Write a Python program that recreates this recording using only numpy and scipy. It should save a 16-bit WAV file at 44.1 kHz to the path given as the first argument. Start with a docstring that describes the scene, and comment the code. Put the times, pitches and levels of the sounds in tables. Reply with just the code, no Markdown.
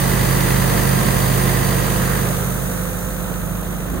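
"""Diesel air compressor, outdoors

A towable compressor runs at a steady speed, the microphone at its open side door. Four cylinders
drone, clatter and tick in a pattern that partly repeats every cycle; gears whine, fan and compressor
hum, air hisses. After two seconds the microphone backs away round the corner of the housing, which
shades the clatter, and at the very end a puff of wind touches it."""
import sys
import numpy as np
from scipy import signal
from scipy.fft import irfft
from scipy.io import wavfile
from scipy.ndimage import uniform_filter1d

SR = 44100
rng = np.random.default_rng(int(sys.argv[2]) if len(sys.argv) > 2 else 0)


def persist_wave(psi):
    """Save psi, clipped to +-1, as 16-bit WAV."""
    counts = np.round(np.clip(psi, -1, 1) * 32767).astype(np.int16)
    wavfile.write(sys.argv[1], SR, np.atleast_2d(counts).T)


N = 176400
TIME = np.arange(N) / SR
FIRING_HZ, CYLINDERS = 51.5, 4
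FIRING_LEAD = .17  # share of one firing period
FLICKER_DB = .5  # of every tone


def undb(db):
    """Decibels to gain."""
    return 10 ** (np.asarray(db) / 20)


def curve(points, t=TIME):
    """A (time, value) table read at times t."""
    return np.interp(t, *np.array(points).T)


def spectrum(points, hz, column=1):
    """One column of a table read over log frequency."""
    table = np.array(points)
    return np.interp(np.log(hz + 1), np.log(table[:, 0]), table[:, column])


def wander(rate_hz):
    """Smooth random drift with a spread of 1."""
    hold = int(SR / rate_hz)
    steps = np.repeat(rng.standard_normal(N // hold + 1), hold)
    drift = uniform_filter1d(uniform_filter1d(steps, hold), hold)[:N]
    return (drift - drift.mean()) / drift.std()


# The microphone's walk round the housing (time [s], distance [0 at the door, 1 behind the corner])
MIC_PATH = [(0, 0.019), (.5, 0), (1.35, 0.045), (1.75, 0.098), (2.1, 0.25), (2.27, 0.45), (2.55, 0.89),
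            (2.95, 1.01), (3.4, 1.17), (4, 1.07)]
def mic_distance(t=TIME):
    """How far the microphone has backed away from the door."""
    return curve(MIC_PATH, t)


def stereo_sine(angle, level_db, pan_db, lead):
    """A sine at the microphone, its left side pan_db stronger and lead radians ahead."""
    pan = undb(pan_db)
    return 2 * undb(level_db) / np.sqrt(1 + pan ** 2) * np.array([pan * np.sin(angle + lead), np.sin(angle)])


def tone(turns, door_db, corner_db, pan_db, lead=0):
    """A flickering tone whose level follows the microphone from door to corner."""
    level_db = door_db + (corner_db - door_db) * mic_distance() + FLICKER_DB * wander(11)
    return stereo_sine(2 * np.pi * (turns + rng.random()), level_db, pan_db, lead)


# Likeness of left and right (frequency [Hz], correlation at the door, correlation behind the corner)
MIC_CORRELATION = [(60, .97, 0.37), (110, .95, 0.97), (252, 0.8, 0.24), (384, 0.54, 0.58),
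                   (520, 0.39, 0.63), (810, 0.22, 0.46), (1000, 0.81, 0.19), (1470, -0.68, 0.87),
                   (1650, 1, 0.39), (2050, 0.61, -0.26), (2980, 0.17, -0.88), (3270, 0.033, -0.55),
                   (4600, 0.55, 0.6), (5280, -0.51, -0.62), (6100, -0.074, -0.62), (6440, 0.25, 0.49),
                   (7600, 0.58, 0.34), (7830, -0.42, -0.44), (9800, -0.37, -0.51), (10700, -0.35, -0.47),
                   (13330, 1, 1)]
# Lean of the noise across the microphone (frequency [Hz], left minus right [dB])
MIC_BALANCE = [(60, -3), (120, -2), (220, -5.5), (380, -1.5), (700, -5), (1300, -4), (2400, -3), (3300, -1),
               (5000, 0.7), (6300, 4), (7800, -4), (8300, 2), (9400, -18.5), (10300, 2), (11500, 0.5),
               (16000, 0)]
def radiate(noise_pair, colour):
    """Colours two white noises by colour(hz, t) in dB/Hz and spreads them over left and right."""
    frames = dict(fs=SR, nperseg=2048, noverlap=1536)
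    hz, t, (mid, side) = signal.stft(noise_pair / noise_pair.std(), **frames)
    hz = hz[:, None]
    far = np.clip(mic_distance(t), 0, 1)
    alike = (1 - far) * spectrum(MIC_CORRELATION, hz) + far * spectrum(MIC_CORRELATION, hz, column=2)
    alike = np.clip(alike, -1, 1)
    mid, side = mid * np.sqrt((1 + alike) / 2), side * np.sqrt((1 - alike) / 2)
    pan = undb(spectrum(MIC_BALANCE, hz))
    stereo = np.array([(mid + side) * pan, mid - side]) * np.sqrt(SR / (1 + pan ** 2))
    return signal.istft(stereo * undb(colour(hz, t)), **frames)[1][:, :N]


# Engine and gear tones (multiple of the firing rate, level at the door [dB],
# level behind the corner [dB], left minus right [dB], left lead [rad])
ENGINE_TONES = [(1, -25.8, -30, -4.3, .05), (1.25, -40, -36.5, -8.5, 2.2), (2, -27, -35, -5.6, .02),
                (3, -46, -35, -10, -1), (4, -35.5, -41, 1, 0.2), (4.25, -31.5, -50, -11, -0.6),
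                (7, -38.5, -54, 6, 0.64), (9, -39, -45, 1, -1.8), (11, -40, -54, 6, -3),
                (14.25, -43.5, -63, 5, 2.8), (17, -43.5, -57, -2, 1.6), (20, -43.5, -57, -7, 2.5),
                (21, -46, -64, -2, 1), (24.25, -47, -56, -3, -1), (26.25, -48, -60, -5, 1.5),
                (31.25, -47, -59, -6.5, 1), (35, -48, -56, -8, -1), (37, -47, -67, -6, -0.5),
                (38.25, -46, -68, -9, 1)]
def engine_drone(firings):
    """Tones locked to the cycle; higher ones wax and wane as the microphone crosses standing waves."""
    drone = 0
    for multiple, *at_mic in ENGINE_TONES:
        octaves_up = np.log2(max(multiple / 2, 1))
        fading_db = 1.1 * octaves_up * wander(3)
        drone = drone + tone(firings * multiple, *at_mic) * undb(fading_db)
    return drone


# Gear whine along the microphone's walk (time [s], level [dB])
WHINE_LEVEL = [(0, -34), (.7, -31), (1.3, -33), (1.9, -33), (2.4, -37), (2.8, -34), (3.3, -37.5),
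               (3.7, -44), (4, -50)]
# Its phase across the microphone (time [s], left lead [rad])
WHINE_LEAD = [(0, -3.5), (1.8, -2), (2.8, -1.5), (4, 4.5)]
def gear_whine(firings):
    """Gears sing at ten times the firing rate; this carries round the corner, moves right and fades."""
    angle = 2 * np.pi * (10 * firings + rng.random())
    level_db = curve(WHINE_LEVEL) + FLICKER_DB * wander(21)
    return stereo_sine(angle, level_db, pan_db=-8 * mic_distance(), lead=curve(WHINE_LEAD))


def rotor_turns(hz, waver_rad):
    """Cycles completed by a hum whose phase wavers."""
    return hz * TIME + waver_rad * wander(3.7) / (2 * np.pi)


# Fan hum, strongest near the door (time [s], level [dB])
FAN_LEVEL = [(0, -20), (.7, -20.5), (1.7, -20.5), (2.15, -23.5), (2.55, -27), (2.9, -35.5), (3.4, -50),
             (4, -37)]
def fan_hum():
    """The fan hums at its own speed, to the right of the microphone."""
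    return tone(rotor_turns(hz=132, waver_rad=.15), 0, 0, pan_db=-8.5) * undb(curve(FAN_LEVEL))


def compressor_hum():
    """The compressor's rotor hums at its own speed and beats against the engine."""
    return tone(rotor_turns(hz=179.6, waver_rad=.43), door_db=-25.5, corner_db=-29.5, pan_db=-4)


# Shadow of the housing, from behind the corner (frequency [Hz], gain [dB])
HOUSING_SHADOW = [(55, -5), (100, -2), (130, -7), (165, -4), (270, -5), (360, -8.5), (550, -6), (800, -7.5),
                  (1050, -9), (1350, -11), (1950, -17), (2800, -7.5), (4000, -5.5)]
# Clatter near 1.7 kHz brightens briefly, then stays lifted behind the corner (time [s], gain [dB])
CLATTER_LIFT = [(1.95, -1.5), (2.14, 4.5), (2.25, 0), (2.45, 4.5), (2.65, 4.5)]
def housing_db(hz, t, lift_hz=1700, lift_octaves=.47):
    """The housing shades the engine noise as the microphone backs away; one band is lifted against it."""
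    band = np.exp(-(np.log2((hz + 1) / lift_hz) / lift_octaves) ** 2)
    return spectrum(HOUSING_SHADOW, hz) * mic_distance(t) + band * curve(CLATTER_LIFT, t)


# Exhaust and panels, from the door (frequency [Hz], level [dB/Hz])
RUMBLE_SPECTRUM = [(20, -86), (36, -80), (58, -45), (82, -57.5), (125, -45.5), (165, -49), (270, -53),
                   (400, -53.5), (650, -58), (1500, -99)]
def exhaust_rumble():
    """Exhaust and panels rumble irregularly under the drone."""
    noise = rng.standard_normal((2, N))
    return radiate(noise, lambda hz, t: spectrum(RUMBLE_SPECTRUM, hz) + housing_db(hz, t))


def impact_noise(firings, repeat_share=.55, pattern_life_s=1.2):
    """Valve and gear impacts: part is new, part repeats each cycle, shifting with time and position."""
    size = int(SR * CYLINDERS / FIRING_HZ)
    place = (firings / CYLINDERS % 1 * size).astype(int) % size
    age = TIME / pattern_life_s + 4 * np.clip(mic_distance(), 0, 1)  # the walk crosses four more patterns
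    repeating = 0
    for k in range(10):
        pattern = irfft(np.exp(2j * np.pi * rng.random((2, size // 2 + 1))), size) * np.sqrt(size)
        crossfade = np.cos(np.pi / 2 * np.clip(age - k, -1, 1))
        repeating = repeating + pattern[:, place] * crossfade
    return np.sqrt(repeat_share) * repeating + np.sqrt(1 - repeat_share) * rng.standard_normal((2, N))


def firing_strength(count, scatter_db=2.5):
    """No two firings are equally strong."""
    return undb(scatter_db * rng.standard_normal(N // 100))[count.astype(int)]


def firing_pulse(firings, rise=.12, decay=.17):
    """Swells at each firing and dies away; rise and decay are shares of a firing period."""
    count, phase = np.divmod(firings + FIRING_LEAD, 1)
    pulse = (1 - np.exp(-phase / rise)) * np.exp(-phase / decay)
    return pulse / pulse.max() * firing_strength(count)


# Block and housing, from the door (frequency [Hz], level [dB/Hz])
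CLATTER_SPECTRUM = [(100, -61), (250, -62.5), (370, -55.5), (520, -57), (800, -58), (1080, -56),
                    (1300, -55), (1530, -57), (1800, -57), (2000, -57.5), (2300, -67), (3200, -70.5),
                    (5000, -87), (16000, -100)]
# Each cylinder's clatter, in firing order (gain [dB])
CYLINDER_DB = [.7, .5, -1.3, .2]
def diesel_clatter(firings):
    """Block and housing rattle harder at each firing, the four cylinders unequal."""
    cylinder_gain = undb(CYLINDER_DB)[(firings + FIRING_LEAD).astype(int) % CYLINDERS]
    impacts = impact_noise(firings) * cylinder_gain * (1 + .25 * firing_pulse(firings))
    return radiate(impacts, lambda hz, t: spectrum(CLATTER_SPECTRUM, hz) + housing_db(hz, t))


def engine_knock(firings, centre_hz=640, octaves=.56):
    """One duller knock in every engine cycle."""
    def colour(hz, t):
        return -53.5 - 10 * (np.log2((hz + 1) / centre_hz) / octaves) ** 2 + housing_db(hz, t)
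    cycle_phase = firings / CYLINDERS % 1
    blow = np.exp(-.5 * ((cycle_phase - .69) / .055) ** 2)
    return radiate(impact_noise(firings) * blow, colour) * np.sqrt(np.mean(blow ** 2))


# Resonances of the injector pump and its steel pipes
# (frequency [Hz], width [Hz], level at the door [dB], level behind the corner [dB])
INJECTOR_MODES = [(1915, 280, -36, -62), (2445, 170, -45, -58), (3000, 550, -43.5, -57),
                  (3750, 1150, -42, -53.5), (4570, 320, -47.5, -68)]
def injector_ticks(firings):
    """A sharp tick at each firing rings briefly in the steel."""
    count, phase = np.divmod(firings + .05, 1)
    ticks = firing_strength(count) * impact_noise(firings) * np.exp(-phase / .17)
    ringing = 0
    for hz, width, door_db, corner_db in INJECTOR_MODES:
        band = signal.butter(2, [hz - width / 2, hz + width / 2], "band", fs=SR, output="sos")
        ring = signal.sosfilt(band, ticks)
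        ringing = ringing + ring / ring.std() * undb(door_db + (corner_db - door_db) * mic_distance())
    return ringing


# Hiss as heard at the door, with a narrow notch near 5.5 kHz (frequency [Hz], level [dB/Hz])
HISS_SPECTRUM = [(1000, -92), (2400, -67.5), (3500, -66.5), (4600, -68), (5200, -66), (5550, -79),
                 (5900, -65), (7050, -66.5), (7300, -72), (7800, -67), (7980, -62.5), (9400, -60),
                 (10400, -66.5), (12200, -69), (14300, -65.5), (16000, -67)]
# Breathy whistles of the intake (frequency [Hz], width [Hz], level [dB/Hz])
INTAKE_WHISTLES = [(4526, 22, -57.5), (5980, 43, -63.5), (9000, 35, -63), (13300, 70, -63)]
# The hiss fades as the microphone backs away (time [s], gain [dB])
HISS_FADE = [(0, -1), (.5, -0.8), (1.3, -0.8), (2.1, -2), (2.7, -4), (3.25, -6.5), (4, -9.5)]
# Its extra loss behind the corner (frequency [Hz], gain [dB])
HISS_SHADOW = [(2200, -2.5), (3000, -11), (3900, -4), (4700, -14.5), (5500, -4), (6500, -1.5), (9000, -3.5),
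               (12000, -0.5), (16000, -2.5)]
def air_hiss(firings):
    """Rushing air hisses and whistles faintly, throbbing at the firing rate."""
    def colour(hz, t):
        whistles = sum(undb(db) ** 2 / (1 + ((hz - centre) / width) ** 2) ** 2
                       for centre, width, db in INTAKE_WHISTLES)
        power = undb(spectrum(HISS_SPECTRUM, hz)) ** 2 + whistles
        return 10 * np.log10(power) + curve(HISS_FADE, t) + spectrum(HISS_SHADOW, hz) * mic_distance(t)
    return radiate(rng.standard_normal((2, N)) * (1 + .17 * firing_pulse(firings)), colour)


# Wind right on the microphone (frequency [Hz], level [dB/Hz])
WIND_SPECTRUM = [(20, -58), (60, -38), (150, -52), (320, -43.5), (480, -65), (1500, -89)]
# One gust, behind the corner (time [s], gain [dB])
GUST = [(3.75, -30), (3.88, -12), (3.95, -2.5), (4, -8)]
def wind_puff():
    """A puff of wind rumbles on the microphone."""
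    noise = rng.standard_normal((2, N))
    return radiate(noise, lambda hz, t: spectrum(WIND_SPECTRUM, hz)) * undb(curve(GUST))


def scene():
    """The governed crankshaft times the engine's sounds; fan, compressor and wind run free of it."""
    speed = 1 + .001 * wander(1.488) + .0007 * wander(12)
    firings = np.cumsum(FIRING_HZ * speed) / SR
    rattle = diesel_clatter(firings) + engine_knock(firings) + injector_ticks(firings)
    rattle *= undb(.45 * wander(9))  # the level sways slightly
    tones = engine_drone(firings) + gear_whine(firings) + fan_hum() + compressor_hum()
    return tones + exhaust_rumble() + rattle + air_hiss(firings) + wind_puff()


def record(dry):
    """The recorder cuts the deepest bass and the top."""
    low_cut = signal.butter(4, 35, "high", fs=SR, output="sos")
    high_cut = signal.ellip(12, .1, 90, 15750, fs=SR, output="sos")
    return signal.sosfilt(high_cut, signal.sosfilt(low_cut, dry))


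dry = scene()
out = record(dry)
persist_wave(out)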